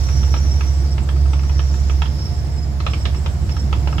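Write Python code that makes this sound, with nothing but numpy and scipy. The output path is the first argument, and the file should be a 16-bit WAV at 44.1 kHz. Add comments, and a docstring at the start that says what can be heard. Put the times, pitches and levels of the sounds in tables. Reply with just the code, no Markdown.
"""Inside a moving bus, next to a window that does not quite seal.
The drive line booms through the cabin over road rumble; air hisses through the gap and breaks into a thin,
sputtering whistle. A loose panel knocks at uneven moments, now with a dry snap, now with a brighter ring."""
import sys
import numpy as np
from scipy import signal
from scipy.io import wavfile

SR = 44100
rng = np.random.default_rng(int(sys.argv[2]) if len(sys.argv) > 2 else 0)


def unload_audio(sound):
    """Save the sound as a 16-bit wav file, at the path given as the first command line argument."""
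    columns = np.transpose(np.atleast_2d(sound))
    # keep every value between -1 and 1, then stretch to whole-number steps
    steps = np.round(np.clip(columns, -1, 1) * 32767)
    wavfile.write(sys.argv[1], SR, steps.astype(np.int16))


N = 176400

# cabin boom: (s, pitch Hz, level dB)
BOOM = [(0, 66.47, -19), (.5, 68.2, -15), (1.0, 68, -16.5), (1.5, 68.8, -14.5), (1.9, 67.73, -16.5), (2.2, 67.85, -21.5), (2.8, 67.4, -20.5), (3.3, 67, -21), (3.7, 67.44, -20.5), (4.0, 66.05, -17)]
BOOM_ORDER = 5  # fixed
# other multiples of the shaft rate: (order, dB in the first seconds, dB in the last)
ORDERS = [(4, -42, -64), (6, -27, -28), (8, -49, -32.5), (10, -30.5, -35.5), (10.92, -44, -30.5), (12, -45, -41.5)]
BOOM_WAVER_DB, ORDER_WAVER_DB, PHASE_WAVER_RAD = 1.5, 2, 0.54
# road rumble and cabin air: (Hz, dB per Hz), (s, level dB)
ROAD = [(20, -11.5), (30, -8), (48, 2), (72, -1.5), (100, 2), (125, -2.5), (160, -9), (200, -9), (260, -17), (330, -13), (420, -22), (560, -21), (720, -22), (1000, -27.5), (1400, -31.5), (2000, -36), (3000, -49)]
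ROAD_LEVEL = [(0, -25), (1.4, -26.5), (2.0, -26.5), (2.3, -26), (2.7, -26.5), (3.6, -26), (4.0, -24)]
# panel resonances that the road keeps stirred: (Hz, width Hz, dB)
PANEL_HUM = [(705, 24, -51.5), (861, 20, -55.5), (1270, 46, -62.5)]
# air rushing through the gap: (Hz, dB per Hz), (s, level dB)
HISS = [(1000, 0.5), (2000, 3), (3000, -1.5), (3900, 2.5), (4900, -4.5), (5600, 11), (6400, 0), (7400, -4), (8300, -10.5), (9200, -11.5), (11000, -8.5), (15500, -15)]
HISS_LEVEL = [(0, -40.5), (.65, -42), (1.0, -45.5), (1.8, -43.5), (2.3, -44), (2.7, -47.5), (3.0, -43.5), (3.35, -45), (4.0, -44)]
HISS_FLICKER_DB = 0.7  # fixed
# the whistle: (s, pitch Hz, level dB)
WHISTLE = [(0, 5870, -41), (.17, 5665, -40), (.38, 5650, -40), (.7, 5710, -43), (.85, 5620, -48), (1.0, 5586, -57), (1.27, 5620, -50), (1.36, 5567, -45.5), (1.8, 5670, -44), (2.02, 5562, -46.5), (2.13, 5455, -46.5), (2.26, 5370, -41), (2.37, 5422, -52.5), (2.7, 5230, -52), (2.82, 5170, -70), (2.93, 5400, -48), (3.2, 5442, -55), (3.45, 5430, -57), (3.57, 5436, -41), (3.73, 5320, -57), (4.0, 5375, -54)]
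WHISTLE_WIDTH_HZ, WHISTLE_WANDER_HZ, WHISTLE_FLUTTER_DB = 230, 70.4, 1.5
# breathy side tone under the whistle: (s, pitch Hz, level dB)
UNDERTONE = [(0, 5300, -45), (.2, 5300, -42.5), (.65, 5290, -48), (.9, 5000, -48), (1.02, 4940, -56), (1.22, 4850, -49), (1.35, 5035, -49), (1.8, 5080, -49.5), (2.25, 5216, -44.5), (2.7, 4990, -59), (2.95, 5200, -47), (3.3, 5120, -60), (4.0, 5077, -50)]
UNDERTONE_WIDTH_HZ, UNDERTONE_FLUTTER_DB = 540, 1.5
# the jet locks for a moment into a pure chirp: (s, pitch Hz, level dB)
CHIRPS = [(.103, 5900, -46), (.136, 5720, -34.5), (.176, 5727, -33), (0.221, 5600, -43), (.312, 5710, -35), (.336, 5600, -37), (0.382, 5555, -32), (0.52, 5520, -30.5), (.68, 5760, -37), (.927, 5500, -35.5), (1.917, 5870, -43), (2.122, 5320, -47), (2.206, 5370, -41), (2.225, 5250, -34.5), (2.245, 5180, -60), (2.262, 5447, -34), (2.283, 5440, -44), (2.307, 5070, -47), (2.336, 5480, -49), (2.396, 5490, -40), (2.59, 5170, -37.5), (2.636, 5050, -39), (2.916, 5400, -37.5), (3.02, 5450, -37), (3.084, 5433, -44), (3.169, 5420, -38.5), (3.523, 5380, -34.5), (3.602, 5450, -35.5), (3.924, 5470, -41)]
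# upper resonance of the gap: (s, pitch Hz, level dB)
OVERTONE = [(0, 7400, -49), (.4, 7120, -53.5), (.68, 7300, -53), (.85, 8000, -55), (1.05, 7700, -54), (1.3, 7980, -56), (1.5, 7360, -55), (1.75, 7160, -50.5), (2.1, 7400, -58.5), (2.45, 7850, -53.5), (2.6, 7486, -52), (2.75, 7310, -55.5), (3.0, 7800, -53), (3.35, 7630, -53), (3.55, 7600, -53.5), (4.0, 7410, -55)]
OVERTONE_WIDTH_HZ, OVERTONE_FLUTTER_DB, OVERTONE_WANDER_HZ = 860, 3, 109.2
WHISTLE_PAN_DB, WHISTLE_LIKENESS, BOOM_PAN_DB, ORDER_PAN_DB = -4.5, -0.43, -4.5, -2.5
# knocks of the loose panel: (s, peak dB, extra ring of its bright rim mode dB, extra snap dB)
KNOCKS = [(0.0872, -27.5, -2, 2), (0.2312, -25.5, 1, 0), (0.3398, -19, -5, 2), (.364, -28, 0, 3), (0.6081, -20, -4.5, -3), (0.98, -23.5, -8, 0), (1.089, -22, -1, -0.5), (1.1626, -27.5, -7, -7), (1.2578, -28.5, -13, -8), (1.333, -25, 7, 1.5), (1.3928, -27, -13, -5), (1.4339, -27.5, -5, -9), (1.4947, -24, 3, -3.5), (1.5927, -19, 5, -4.5), (1.7404, -29, -3, -1), (1.8964, -21.5, 0, -5), (2.0191, -17, 8, 0), (2.0565, -24.5, 7, -3), (2.8024, -21.5, -9, 1), (2.865, -15, 0.5, 1.5), (2.9344, -19, -3, 2.5), (3.054, -14.5, 2, 1), (3.146, -28.5, -2, 1), (3.2603, -19, -8, 1), (3.493, -29, -1, 4.5), (3.5662, -23.5, -2, -6), (3.7276, -13.5, -3.5, -5), (3.8728, -22, 3, 3), (3.927, -19, -14, -25), (3.9818, -18, 5, -2.5)]
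# what it rings with: (Hz, dB, t60 s, left-right dB)
PANEL = [(450, -18.5, 0.09, -2), (660, -18, 0.032, -2), (894, -9, 0.018, -3.5), (1080, -7, 0.021, -4), (1300, -7, 0.018, 3.5), (1700, -13.5, 0.013, -4), (2070, -14.5, 0.0077, -12), (2340, -10, 0.0085, -3), (2530, -8.5, 0.0087, -9), (2800, -8, 0.0066, -3), (3253, -10, 0.012, -13), (4060, -16.5, 0.0059, -7), (4200, -23, 0.0053, 1), (5300, -29, 0.0046, 5)]
RIM_MODE_INDEX = 10  # fixed
KNOCK_DB, CONTACT_HZ, CONTACT_OCTAVES_PER_DB = -2, 6500, 0.0052
KNOCK_VARY_DB, KNOCK_DETUNE = 1.2, .012  # fixed
# the gritty snap of the contact: (Hz, dB per Hz)
SNAP = [(380, 8), (600, 5), (850, 8), (1300, 2.5), (1800, 3.5), (2700, 6), (3400, 1.5), (4100, -2.5), (5600, -2.5), (6800, -14.5), (8500, -27)]
GLASS_ECHO_S, GLASS_ECHO_DB = .0024, -4.5
# reflections, from near surfaces and from the whole cabin: (t60 s, energy dB)
REFLECTIONS = [(0.025, -6), (.18, .5)]  # fixed
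# the cabin's noise across the ears: (Hz, left-right likeness), (Hz, left-right dB)
LIKENESS = [(60, 0.1), (100, 0.9), (160, 0.8), (270, 0.94), (450, 0.66), (740, 0.52), (1220, -0.03), (5500, 0.06), (15000, 0)]
BALANCE = [(60, -8.5), (100, -1), (160, -2.5), (450, -1), (740, 0.5), (1220, -2), (2500, -4.5), (5000, -2.5), (8000, 0), (15000, -3.5)]
CUTOFF_HZ = 15800  # fixed
SNAP_DB = 4
SNAP_RISE_S, SNAP_DECAY_S = .0008, .0015  # fixed
CHIRP_HALF_S = 0.011
CHIRP_WANDER_HZ = 65  # fixed


def from_db(db):
    """Decibels to gain."""
    return 10 ** (np.asarray(db) / 20)


def rms_one(x):
    """Scale to rms 1."""
    return x / np.sqrt(np.mean(np.abs(x) ** 2) + 1e-20)


def in_time(rows):
    """Join the rows of a curve by straight lines."""
    s, *columns = np.transpose(rows)
    return [np.interp(np.arange(N) / SR, s, c) for c in columns]


def at_hz(points, hz):
    """Read a spectrum on a log-frequency axis."""
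    return np.interp(np.log(hz), np.log(np.array(points)[:, 0]), np.array(points)[:, 1])


def pan(db):
    """Left and right gains for a level difference."""
    gains = from_db([[db / 2], [-db / 2]])
    return gains / gains.mean()


def spread(mid, side, alike):
    """Two unrelated signals become a stereo pair of given likeness."""
    alike = np.clip(alike, -.999, .999)  # fixed
    return np.sqrt((1 + alike) / 2) * mid + np.sqrt((1 - alike) / 2) * side * np.array([[1], [-1]])


def drift(rate):
    """Slow chance with spread 1."""
    r = np.exp(-16 * np.pi * rate / SR)  # fixed
    slow = signal.lfilter([1], [1, -2 * r, r * r], rng.standard_normal(N // 8 + 8002))[8000:]  # fixed
    return np.interp(np.arange(N) / 8, np.arange(len(slow)), rms_one(slow))  # fixed


def phase_of(hz):
    """Running phase of a pitch."""
    return 2 * np.pi * np.cumsum(hz * np.ones(N)) / SR


def resonance(hz, width_hz, alike):
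    """Stereo noise in one resonance, whose centre may move."""
    phase = phase_of(hz)
    mid, side = [drift(width_hz / 2) * np.cos(phase) + drift(width_hz / 2) * np.sin(phase) for _ in range(2)]
    return spread(mid, side, alike)


def banded_noise(spectrum, patchy_db, flicker_rate):
    """Third-octave bands of stereo noise, each with its own flicker, likeness and balance; rms 1."""
    out, edges = 0, 18 * 2 ** (np.arange(31) / 3)  # fixed
    white = rng.standard_normal((2, 2, N + SR // 2))
    for k, (low, high) in enumerate(zip(edges, edges[1:])):
        hz, flicker = np.sqrt(low * high), drift(flicker_rate)
        if high > spectrum[0][0] and low < spectrum[-1][0]:
            mid, side = signal.sosfilt(signal.butter(3, [low, high], "band", fs=SR, output="sos"), white[k % 2])[:, -N:]  # fixed
            out = out + from_db(at_hz(spectrum, hz) + patchy_db * flicker) * pan(at_hz(BALANCE, hz)) * spread(mid, side, at_hz(LIKENESS, hz))
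    return rms_one(out)


def ring(clicks, hz, t60):
    """A unit click sets a mode of height 1 ringing."""
    r, w = from_db(-60 / (t60 * SR)), 2 * np.pi * hz / SR  # fixed
    return signal.lfilter([.5, 0, -.5], [1, -2 * r * np.cos(w), r * r], clicks + 1e-18)


def cabin(x):
    """The direct sound, a hard echo off the glass, then scattered reflections."""
    t = np.arange(SR // 4) / SR  # fixed
    response = np.zeros((2, len(t)))
    response[:, 0] = 1
    response[:, int(GLASS_ECHO_S * SR)] += from_db(GLASS_ECHO_DB)
    for t60, db in REFLECTIONS:
        tail = rng.standard_normal(response.shape) * from_db(-60 * t / t60) * (t > GLASS_ECHO_S)  # fixed
        response += from_db(db) * rms_one(tail) / np.sqrt(len(t))
    return signal.fftconvolve(x, response, axes=1)[:, :N]


def drive_line():
    """One order of the shaft booms in the cabin; weaker ones waver and beat against it."""
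    hz, db = in_time(BOOM)
    phase = phase_of(hz)
    out = pan(BOOM_PAN_DB) * from_db(db + BOOM_WAVER_DB * drift(2.24)) * np.sin(phase)
    for order, first_db, last_db in ORDERS:
        gain = from_db(np.linspace(first_db, last_db, N) + ORDER_WAVER_DB * drift(1.9))
        out = out + pan(ORDER_PAN_DB) * gain * np.sin(order / BOOM_ORDER * phase + PHASE_WAVER_RAD * drift(2.2) + rng.uniform(0, 2 * np.pi))
    return np.sqrt(2) * out


def road():
    """Tyre rumble through the body, with a few humming panels."""
    db, = in_time(ROAD_LEVEL)
    hum = sum(from_db(level_db) * resonance(hz, width, at_hz(LIKENESS, hz)) for hz, width, level_db in PANEL_HUM)
    return from_db(db) * banded_noise(ROAD, patchy_db=1.56, flicker_rate=14.6) + hum


def gap_hiss():
    """Smooth rush of air past the seal."""
    db, = in_time(HISS_LEVEL)
    return from_db(db) * banded_noise(HISS, patchy_db=HISS_FLICKER_DB, flicker_rate=22)


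def whistle():
    """The turbulent jet stirs three resonances of the gap and sputters into short pure tones."""
    tone = gap_tone(WHISTLE, WHISTLE_WIDTH_HZ, WHISTLE_WANDER_HZ, WHISTLE_FLUTTER_DB, WHISTLE_LIKENESS)
    lower = gap_tone(UNDERTONE, UNDERTONE_WIDTH_HZ, WHISTLE_WANDER_HZ, UNDERTONE_FLUTTER_DB, WHISTLE_LIKENESS)
    upper = gap_tone(OVERTONE, OVERTONE_WIDTH_HZ, OVERTONE_WANDER_HZ, OVERTONE_FLUTTER_DB, 0)
    t, wander, chirps = np.arange(N) / SR, phase_of(CHIRP_WANDER_HZ * drift(91)), np.zeros((2, N))
    for s, hz, db in CHIRPS:
        near = np.abs(t - s) < .05  # fixed
        phase = 2 * np.pi * hz * (t[near] - s) + wander[near]
        chirps[:, near] += from_db(db) * np.exp(-((t[near] - s) / CHIRP_HALF_S) ** 2) * spread(np.cos(phase), np.sin(phase), WHISTLE_LIKENESS)
    return pan(WHISTLE_PAN_DB) * (tone + lower + np.sqrt(2) * chirps) + pan(db=-3.0) * upper


def loose_panel():
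    """Each knock strikes the modes a little differently and adds a gritty snap; harder knocks have a shorter, brighter contact."""
    t = np.arange(SR // 16) / SR  # fixed
    clack, burst = np.zeros((2, N + SR)), (1 - np.exp(-t / SNAP_RISE_S)) * np.exp(-t / SNAP_DECAY_S)
    loudest, grit = max(row[1] for row in KNOCKS), banded_noise(SNAP, patchy_db=1, flicker_rate=8.2)
    for (s, db, rim_db, snap_db), chance in zip(KNOCKS, rng.standard_normal((len(KNOCKS), len(PANEL), 2))):
        span = slice(int(s * SR), int(s * SR) + len(t))
        r = np.exp(-2 * np.pi * CONTACT_HZ * 2 ** (CONTACT_OCTAVES_PER_DB * (db - loudest)) / SR)
        force = (1 - r) * r ** np.arange(len(t))
        for k, ((hz, mode_db, t60, side_db), (strength, detune)) in enumerate(zip(PANEL, chance)):
            gain = from_db(db + KNOCK_DB + mode_db + KNOCK_VARY_DB * strength + rim_db * (k == RIM_MODE_INDEX))
            clack[:, span] += (-1) ** k * gain * pan(side_db) * ring(force, hz * (1 + KNOCK_DETUNE * detune), t60)
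        snap = burst * grit.take(np.arange(span.start, span.stop), axis=1, mode="wrap")
        clack[:, span] += from_db(db + SNAP_DB + snap_db) * signal.lfilter([1 - r], [1, -r], snap)
    return cabin(clack)


def gap_tone(curve, width_hz, wander_hz, flutter_db, alike):
    """One resonance of the gap, stirred by the jet: its pitch wanders and its level flutters."""
    hz, db = in_time(curve)
    return from_db(db + flutter_db * drift(15)) * resonance(hz + wander_hz * drift(17), width_hz, alike)


def scene():
    """Everything heard from the window seat."""
    return drive_line() + road() + gap_hiss() + whistle() + loose_panel()


def record(dry):
    """The top is cut steeply."""
    return signal.sosfilt(signal.ellip(10, .1, 90, CUTOFF_HZ, fs=SR, output="sos"), dry)  # fixed


dry = scene()
out = record(dry)
unload_audio(out)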